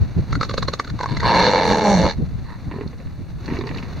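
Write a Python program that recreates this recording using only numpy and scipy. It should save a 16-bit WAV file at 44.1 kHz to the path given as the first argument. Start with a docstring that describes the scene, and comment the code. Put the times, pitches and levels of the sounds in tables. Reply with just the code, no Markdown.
"""An elephant seal on an open beach snorts a run of rattling pulses, then roars. Loose throat tissue
flaps unevenly and chops the breath; chest, throat and mouth filter this source, over a low voiced
tone that comes out clean near the end. Farther seals rasp and give low knocking calls, among small
crunches. Surf hisses behind and wind buffets the microphone."""
import sys
import numpy as np
from scipy import signal
from scipy.fft import rfft, irfft
from scipy.io import wavfile
from scipy.ndimage import uniform_filter1d

SR = 44100
rng = np.random.default_rng(int(sys.argv[2]) if len(sys.argv) > 2 else 0)


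def store_wav(level_fs):
    """Save 16-bit WAV to argv[1]."""
    pcm = np.round(np.clip(np.atleast_2d(level_fs), -1, 1) * 32767)
    wavfile.write(sys.argv[1], SR, pcm.T.astype(np.int16))


N = 176400
T = np.arange(N) / SR


def from_db(db):
    """Amplitude ratio of a level in decibels."""
    return 10 ** (np.asarray(db) / 20)


def rms_one(x):
    """Normalisation to unit rms."""
    return x / np.sqrt(np.mean(x ** 2) + 1e-20)


def even(x):
    """Division by the running rms holds the level steady over about 40 ms."""
    return x / np.sqrt(np.abs(uniform_filter1d(x * x, size=1800)) + 1e-9)


def in_time(rows):
    """Linear interpolation of each column against the first, t/s."""
    times, *columns = np.transpose(rows)
    return [np.interp(T, times, column) for column in columns]


def swells(rows, edge_s):
    """Sum of trapezoidal envelopes, one per row."""
    return sum(from_db(db) * np.clip(np.minimum(T - s, s + length - T) / edge_s + .5, 0, 1)
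               for s, length, db in rows)


def add(out, start_s, x):
    """Superposition of a short sound from a given instant."""
    i = int(start_s * SR)
    out[i:i + len(x)] += x[:N - i]


def drift(hz):
    """Random fluctuation: low-passed noise of unit rms."""
    r = np.exp(-2 * np.pi * hz / SR)
    return rms_one(signal.lfilter([1], [1, -2 * r, r * r], rng.standard_normal(N + SR))[SR:])


def colour(x, spectrum):
    """Spectral shaping by a gain curve interpolated in log frequency."""
    hz, db = np.transpose(spectrum)
    f = np.arange(N // 2 + 1) * SR / N
    return irfft(rfft(x) * from_db(np.interp(np.log(f + 1), np.log(hz), db)), N)


def noise(spectrum, correlation):
    """Partially coherent stereo noise of unit rms."""
    mid, side = colour(rng.standard_normal((2, N)), spectrum)
    return rms_one(np.sqrt(1 + correlation) * mid + np.sqrt(1 - correlation) * side * [[1], [-1]])


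def soften(x, hz):
    """Low-pass filtering, as by soft flesh."""
    return signal.sosfilt(signal.butter(4, hz, fs=SR, output="sos"), x)


def resonate(x, hz, width_hz):
    """A damped resonator with unit peak gain."""
    r = np.exp(-np.pi * width_hz / SR)
    poles = [1, -2 * r * np.cos(2 * np.pi * hz / SR), r * r]
    return signal.lfilter(np.array([1, 0, -1]) * (1 - r * r) / 2, poles, x + 1e-18)


def bank(x, modes):
    """Modal superposition with alternating signs."""
    return sum((-1) ** k * from_db(db) * resonate(x, hz, width)
               for k, (hz, width, db) in enumerate(modes))


def steep_bank(x, modes):
    """Cascaded resonator pairs in parallel leave deep valleys between modes; unit rms."""
    return rms_one(sum(from_db(db) * resonate(resonate(x, hz, width), hz, width)
                       for hz, width, db in modes))


def formant(x, path, width_hz):
    """A moving resonance by heterodyning: shift down, low-pass, shift back; unit rms."""
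    carrier = np.exp(2j * np.pi * np.cumsum(in_time(path)[0]) / SR)
    r = np.exp(-np.pi * width_hz / SR)
    return rms_one((signal.lfilter([1], [1, -2 * r, r * r], x / carrier) * carrier).real)


def snap(grit, fade_s):
    """Impulsive excitation, as when tissue slaps shut: a click with a decaying noise tail."""
    t = T[:SR // 10]
    return (t == 0) + grit * rng.standard_normal(len(t)) * np.exp(-t / fade_s)


def pop(hz, ring_s):
    """Damped oscillation of a cavity whose pitch rises as it opens."""
    t = T[:SR // 10]
    pitch = hz * (1 - 0.067 * np.exp(-t / 0.0024))
    return np.sin(2 * np.pi * np.cumsum(pitch) / SR) * np.exp(-t / ring_s)


def flaps(hz):
    """Irregular oscillation of tissue: a click each cycle, and an opening that closes exponentially."""
    jitter, stumble, spread_db, close_s = .13, .2, 1, 0.0053
    rate = hz * np.exp(jitter * drift(60) + stumble * drift(150.9))
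    cycles = np.floor(np.cumsum(rate) / SR)
    clicks = np.diff(cycles, prepend=0) * from_db(spread_db * np.clip(rng.standard_normal(N), -2, 2))
    opening = signal.lfilter([1], [1, -np.exp(-1 / (close_s * SR))], clicks)
    return rms_one(clicks), rms_one(opening)


def beach(x, pan_db):
    """Scattering from sand and bodies adds a short tail, different in each ear, to the direct sound."""
    # scattering response: f/Hz, gain/dB
    spectrum = [(100, -26), (500, 7.5), (1000, -9.5), (2200, 7.5), (4300, 5), (8000, 18)]
    decay_s = 0.013
    tail = colour(rng.standard_normal((2, N)) * np.exp(-T / decay_s), spectrum)[:, :SR // 4]
    tail = tail / np.sqrt(decay_s * SR / 2)
    scattered = from_db(-13.5) * signal.fftconvolve(x[None], tail, axes=1)[:, :N]
    return (x + scattered) * from_db(np.array([[1], [-1]]) * pan_db / 2)


def surf():
    """Small waves wash the shore as amplitude-modulated noise, over a faint steady hiss."""
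    # spectra of wash and hiss: f/Hz, relative level/dB
    wash_spectrum = [(60, 5.5), (250, 4), (500, -7), (1000, -10.5), (2200, -15.5), (3200, -21),
                     (4300, -15.5), (5300, -28.5), (6300, -25), (7500, -43.5), (9500, -46), (15000, -44)]
    hiss_spectrum = [(1000, -14), (7000, 1), (11000, -2), (15500, -5)]
    # the wash ebbs, then swells: t/s, relative level/dB
    ebb = [(0, -50.5), (.3, -51.5), (.9, -53.5)]
    swell = [(2.16, -56), (2.472, -55.5), (2.876, -56), (3.368, -57), (3.446, -49.5), (3.574, -46),
             (3.614, -51.5), (4.0, -48)]
    wash_db = 14.5 + in_time(list(ebb) + list(swell))[0] + 2 * drift(45)
    wash = from_db(wash_db) * noise(wash_spectrum, correlation=0.78)
    return wash + from_db(-67) * noise(hiss_spectrum, correlation=0.067)


def wind():
    """Turbulent pressure on the microphone: a lumpy rumble with short, harder buffets."""
    # spectra of rumble and buffets: f/Hz, relative level/dB
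    rumble_spectrum = [(20, -13.5), (55, 0), (115, 1), (180, -5), (250, -17.5), (400, -32.5), (800, -40),
                       (3000, -84)]
    buffet_spectrum = [(30, -70), (80, 0.5), (150, -1.5), (220, 0.5), (350, -11.5), (700, -28), (3000, -72)]
    # rumble envelope: t/s, relative level/dB
    gusts = [(0.0, -16.5), (0.14, -37.5), (0.18, -18.5), (0.27, -33), (0.33, -23.5), (0.5, -34.5),
             (0.61, -25.5), (0.85, -49), (0.91, -26), (1.06, -40), (1.11, -26), (1.63, -36), (1.69, -26),
             (1.79, -39), (2.06, -25), (2.13, -35.5), (2.21, -24), (2.61, -41), (2.68, -26.5),
             (2.73, -37.5), (3.73, -33.5), (4.0, -36)]
    # buffets: t/s, duration/s, level/dB
    buffets = [(.165, 0.036, -18), (.36, 0.02, -21.5), (.94, 0.0097, -24), (1.11, 0.034, -22),
               (2.185, 0.059, -22.5), (2.66, 0.035, -33.5), (2.858, 0.011, -27), (3.19, 0.03, -32.5),
               (3.705, 0.011, -23)]
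    rumble = from_db(4 + in_time(gusts)[0] + 2 * drift(35)) * noise(rumble_spectrum, correlation=.1)
    return rumble + swells(buffets, edge_s=0.0044) * even(noise(buffet_spectrum, correlation=0.56))


def crunches():
    """Impulses ring damped resonances: gritty ticks, probably sand and dry weed under a moving seal."""
    # ticks: t/s, relative level/dB, f/Hz
    ticks = [(2.876, -32.5, 4300), (3.459, -26.5, 4300), (3.588, -26.5, 4200), (3.611, -26, 3830),
             (3.67, -26, 4300), (3.691, -23, 2620), (3.748, -28, 4200), (3.773, -25.5, 3880),
             (3.784, -23.5, 2720)]
    out = np.zeros(N)
    for s, db, hz in ticks:
        add(out, s, from_db(db + 19.5) * resonate(snap(grit=0.34, fade_s=0.0024), hz, width_hz=540))
    return soften(out, hz=5430)


def far_knocks():
    """Impulses excite throat, chest and mouth of farther seals, which ring on as the calls rise."""
    # knocks: t/s, relative level/dB, throat f/Hz, overtone gain/dB
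    knocks = [(2.713, -24.5, 313, 6), (2.72, -23.5, 294, 0), (2.739, -19, 340, -23), (2.761, -17, 352, -26),
              (2.785, -19, 383, -9), (2.81, -21, 400, -0.5), (2.836, -25.5, 386, -15), (2.93, -34, 470, 6),
              (3.001, -33.5, 520, 1), (3.072, -36, 516, 7), (3.479, -26, 284, 9), (3.486, -21.5, 278, -2),
              (3.502, -24.5, 280, 4), (3.511, -23, 292, 0), (3.522, -20, 280, -4), (3.536, -30, 300, 13),
              (3.551, -24, 313, 0), (3.568, -23, 323, 9), (3.588, -15, 325, -18), (3.61, -21.5, 363, 3),
              (3.638, -21.5, 394, -1), (3.660, -26, 450, -7), (3.672, -28.5, 443, 11), (3.69, -42, 467, 23),
              (3.712, -19, 458, 0.5), (3.745, -28, 460, 9), (3.761, -25, 447, 3), (3.786, -38, 458, 6),
              (3.827, -34.5, 497, 19), (3.862, -38, 490, 3)]
    # modes of the overtones and the dull thump: f/Hz, bandwidth/Hz, gain/dB
    overtone_modes = [(1070, 130, -10), (1854, 190, -4.5), (1990, 800, -10), (4200, 410, -31)]
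    thump_modes = [(240, 260, 0)]
    # mouth resonance: t/s, f/Hz
    mouth_path = [(2.72, 950), (2.81, 1054), (2.92, 1050), (3.08, 1130), (3.48, 900)]
    out, hits = np.zeros(N), np.zeros(N)
    for s, db, hz, overtones_db in knocks:
        hit = from_db(db + 35.5) * snap(grit=0.099, fade_s=0.005)
        throat = soften(resonate(hit, hz, width_hz=66) + resonate(hit, hz, width_hz=13), hz=900)
        chest = from_db(3.5) * resonate(hit, hz=232, width_hz=18)
        thump = bank(soften(hit, hz=396), thump_modes)
        overtones = from_db(overtones_db) * .5 * bank(hit, overtone_modes)
        add(out, s, throat + chest + thump + overtones)
        add(hits, s, hit)
    hum = from_db(-60) * formant(hits, mouth_path, width_hz=60)
    return soften(out, hz=3200) + hum


def far_rasps():
    """Flapping tissue modulates the breath noise of farther seals, and fixed formants filter it."""
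    # rasps: t/s, duration/s, level/dB
    rasps = [(2.465, 0.088, -39.5), (2.7, 0.15, -45), (3.47, 0.152, -44.5), (3.66, 0.28, -47)]
    # formants: f/Hz, bandwidth/Hz, gain/dB
    modes = [(970, 420, 4), (1830, 320, 2), (4200, 460, -8.5)]
    _, opening = flaps(hz=110)
    return swells(rasps, edge_s=0.057) * steep_bank(opening * rng.standard_normal(N), modes)


def snorts():
    """Impulse responses of nose and throat: each pulse rings both inside a puff of escaping air."""
    # pulses: t/s, relative level/dB, nasal f/Hz, throat gain/dB, air gain/dB
    pulses = [(.329, -15.5, 1356, -14, -4.5), (.354, -13, 1436, -26, -9.5),
              (.412, -7.5, 1320, -12.5, -11.5), (0.432, -12, 1310, -10, -4), (0.45, -32, 1280, -10, 8.5),
              (.496, -18, 1160, -1.5, -3), (0.512, -22, 1176, -5, -1), (0.541, -26, 1120, 12, 6),
              (0.581, -22.5, 1060, 9.5, 10), (.628, -13.5, 1140, -11, -2.5), (0.685, -16, 1100, 2.5, 1.5),
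              (0.737, -16.5, 1150, -1.5, 0), (0.798, -9, 1180, -14, -6), (.848, -26, 1550, -25, -1.5),
              (.877, -27.5, 1470, -14, -1), (0.901, -26, 1480, -14, 1.5), (0.991, -19.5, 1090, -26, -11),
              (1.004, -19, 944, -2, -16), (1.010, -12, 1000, -25, -23), (1.032, -17, 1010, -4.5, -3),
              (1.034, -18, 990, -37, -19), (1.041, -14, 930, -19.5, -36), (1.059, -11, 1107, -32, -26),
              (1.119, -26, 1080, -20, -3.5), (1.170, -19, 2110, -11, -2), (1.204, -19, 1970, -15, -0.5),
              (1.220, -25, 1600, -15, -14), (1.232, -12, 1140, -6, -25), (1.243, -13, 986, -10, -12)]
    # upper resonances: f/Hz, bandwidth/Hz, gain/dB
    overtone_modes = [(1528, 83, 5.5), (2130, 230, -2.5), (4300, 200, -5.5), (6250, 720, -25)]
    # escaping air: f/Hz, relative level/dB
    air_spectrum = [(200, 3), (500, 0), (800, -4.5), (1200, 7.5), (2300, -10), (3200, -5.5), (4300, 6.5),
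                    (5200, -12), (6400, -13), (8500, -41), (14000, -45)]
    rise_s, fade_s = 0.0038, 0.0033
    rings, puffs = np.zeros(N), np.zeros(N)
    for s, db, hz, throat_db, air_db in pulses:
        nose = from_db(-1) * pop(hz, ring_s=0.0043)
        overtones = from_db(21.5) * bank(snap(grit=0.094, fade_s=0.0019), overtone_modes)
        throat = from_db(throat_db) * pop(hz=547, ring_s=.004)
        add(rings, s, from_db(db) * (nose + overtones + throat))
        puffs += from_db(db + air_db) * np.exp(-np.maximum((s - T) / rise_s, (T - s) / fade_s))
    _, opening = flaps(hz=140)
    air = rms_one(colour(rng.standard_normal(N) * (.5 + opening), air_spectrum))
    return soften(rings, hz=8100) + from_db(-4) * puffs * air


def span(rows):
    """Rectangular window from the first row's time to the last's."""
    return (T > rows[0][0]) * (T < rows[-1][0])


def voice(opening):
    """The roar's voiced tone: a harmonic series, rough where the flaps modulate its amplitude."""
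    # contour: t/s, f/Hz, relative level/dB, roughness (0-1)
    contour = [(1.28, 169.3, -38, 0.72), (1.32, 176.1, -24, 0.13), (1.42, 178.9, -25.5, 0.26),
               (1.5, 205.3, -40, 0.56), (1.7, 208.2, -27, 0.36), (1.82, 219.3, -29.5, 0.15),
               (1.87, 205.5, -18.5, 0.03), (1.94, 197.4, -15.5, 0), (1.975, 172.7, -16, 0),
               (2.005, 172, -16, 0.07), (2.03, 171, -30, 0.32)]
    # harmonics from the fundamental up: gain/dB
    harmonics = [3.5, -7, -2, -3, -10, -17]
    # overtone emphasis: t/s, gain/dB
    brightness = [(1.3, 0), (1.8, 1), (1.87, 3), (1.95, -3.5), (1.98, -33)]
    hz, db, roughness = in_time(contour)
    wobble = 0.0123 * (1 + roughness) * drift(55)
    phase = 2 * np.pi * np.cumsum(hz * (1 + wobble)) / SR
    bright = from_db(in_time(brightness)[0])
    tone = sum(from_db(h) * (bright if k else 1) * np.sin((k + 1) * phase + rng.uniform(0, 2 * np.pi))
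               for k, h in enumerate(harmonics))
    return tone * from_db(db) * (1 + roughness * (opening - opening.mean())) * span(contour)


def roar():
    """Source and filter: flaps and the air they chop drive chest, throat, mouth and a bright rasp."""
    # envelopes: t/s, then relative level/dB of throat, mouth and rasp
    levels = [(1.2, -47, -44, -57), (1.258, -23, -20.5, -25.5), (1.34, -17.5, -18, -25.5),
              (1.396, -20, -19, -21.5), (1.482, -15.5, -22, -20), (1.51, -22.5, -25, -27.5),
              (1.542, -17, -19.5, -25.5), (1.67, -21, -25, -28.5), (1.706, -14.5, -22.5, -24),
              (1.732, -17.5, -20.5, -29), (1.78, -20, -26, -31.5), (1.89, -19.5, -24, -30),
              (1.994, -18, -29, -29.5), (2.064, -13.5, -24.5, -30.5), (2.11, -30.5, -34, -28),
              (2.17, -60, -65, -68)]
    # opening flutter, narrow core of the throat resonance, top hiss: t/s, relative level/dB
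    flutter_level = [(1.06, -54), (1.09, -37.5), (1.13, -39), (1.19, -46), (1.24, -60)]
    core_level = [(1.25, -11), (1.42, -11), (1.48, -2), (1.7, -11), (1.8, -18), (1.88, -5.5), (2.05, -13)]
    hiss_level = [(1.2, -71), (1.27, -41.5), (1.44, -35), (1.6, -41), (1.72, -37), (1.8, -42), (1.9, -34),
                  (2.11, -42.5), (2.17, -82)]
    # nominal flap rate and two moving formants: t/s, f/Hz
    flap_rate = [(1.08, 100.6), (1.21, 71.94), (1.26, 120.3), (1.45, 125), (1.56, 95.25), (1.7, 83.68),
                 (1.8, 65.8), (1.86, 103), (1.95, 98.8), (2.03, 110.3), (2.1, 91.84)]
    throat_path = [(1.25, 529), (1.48, 494), (1.6, 504), (1.8, 476), (1.9, 552), (2.08, 524)]
    mouth_path = [(1.25, 955), (1.4, 932), (1.56, 887), (1.75, 865), (2.08, 856.7)]
    # fixed resonances: f/Hz, bandwidth/Hz, gain/dB
    chest_modes = [(211.5, 134, 0.5), (302, 113, 0), (435, 155, -4.5)]
    upper_modes = [(1210, 110, 3), (1660, 370, 4), (2180, 290, 3.5), (2680, 650, -3)]
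    rasp_modes = [(3760, 280, 5.5), (4180, 456, 8), (6100, 270, -29)]
    # top hiss: f/Hz, gain/dB
    hiss_spectrum = [(3000, -48), (4800, -37), (5600, 9), (6500, 2.5), (7200, -6.5), (8200, -12.5),
                     (9200, -19.5), (13500, -25.5), (15000, -46)]
    clicks, opening = flaps(in_time(flap_rate)[0])
    air = opening * rng.standard_normal(N)
    source, breathy = clicks + 0.98 * air, clicks + 1.35 * air
    flutter = from_db(in_time(flutter_level)[0]) * span(flutter_level)
    throat_gain, mouth_gain, rasp_gain = [from_db(db) * span(levels) + flutter for db in in_time(levels)]
    chest = throat_gain * from_db(-4.5) * even(steep_bank(source, chest_modes))
    throat = throat_gain * from_db(-4.5) * even(formant(source, throat_path, width_hz=280))
    core_gain = throat_gain * from_db(in_time(core_level)[0])
    core = core_gain * even(formant(source, throat_path, width_hz=51))
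    mouth = mouth_gain * from_db(2.5) * even(formant(source, mouth_path, width_hz=145))
    upper = np.sqrt(mouth_gain * rasp_gain) * from_db(-1) * even(steep_bank(source, upper_modes))
    rasp = rasp_gain * from_db(-1) * even(steep_bank(breathy, rasp_modes))
    hiss = span(levels) * from_db(in_time(hiss_level)[0]) * even(colour(breathy, hiss_spectrum))
    return soften(chest + throat + core + mouth + upper + rasp + hiss + voice(opening), hz=11900)


def scene():
    """Superposition of the near seal, the colony, surf and wind."""
    seal = beach(snorts() + roar(), pan_db=-1.5)
    colony = beach(far_knocks() + far_rasps() + crunches(), pan_db=-1.7)
    return seal + colony + surf() + wind()


def record(dry):
    """Microphone response: three treble notches, soft saturation of the peaks and a steep low-pass."""
    # notches: f/Hz, bandwidth/Hz
    notches = [(2490, 73), (3170, 500), (5000, 224)]
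    ceiling, cutoff_hz = .9, 15800
    for hz, width_hz in notches:
        dry = signal.lfilter(*signal.iirnotch(hz, hz / width_hz, fs=SR), dry)
    rounded = ceiling * np.tanh(np.abs(dry / ceiling) ** 4) ** .25 * np.sign(dry)
    return signal.sosfilt(signal.ellip(10, .1, 80, cutoff_hz, fs=SR, output="sos"), rounded)


dry = scene()
out = record(dry)
store_wav(out)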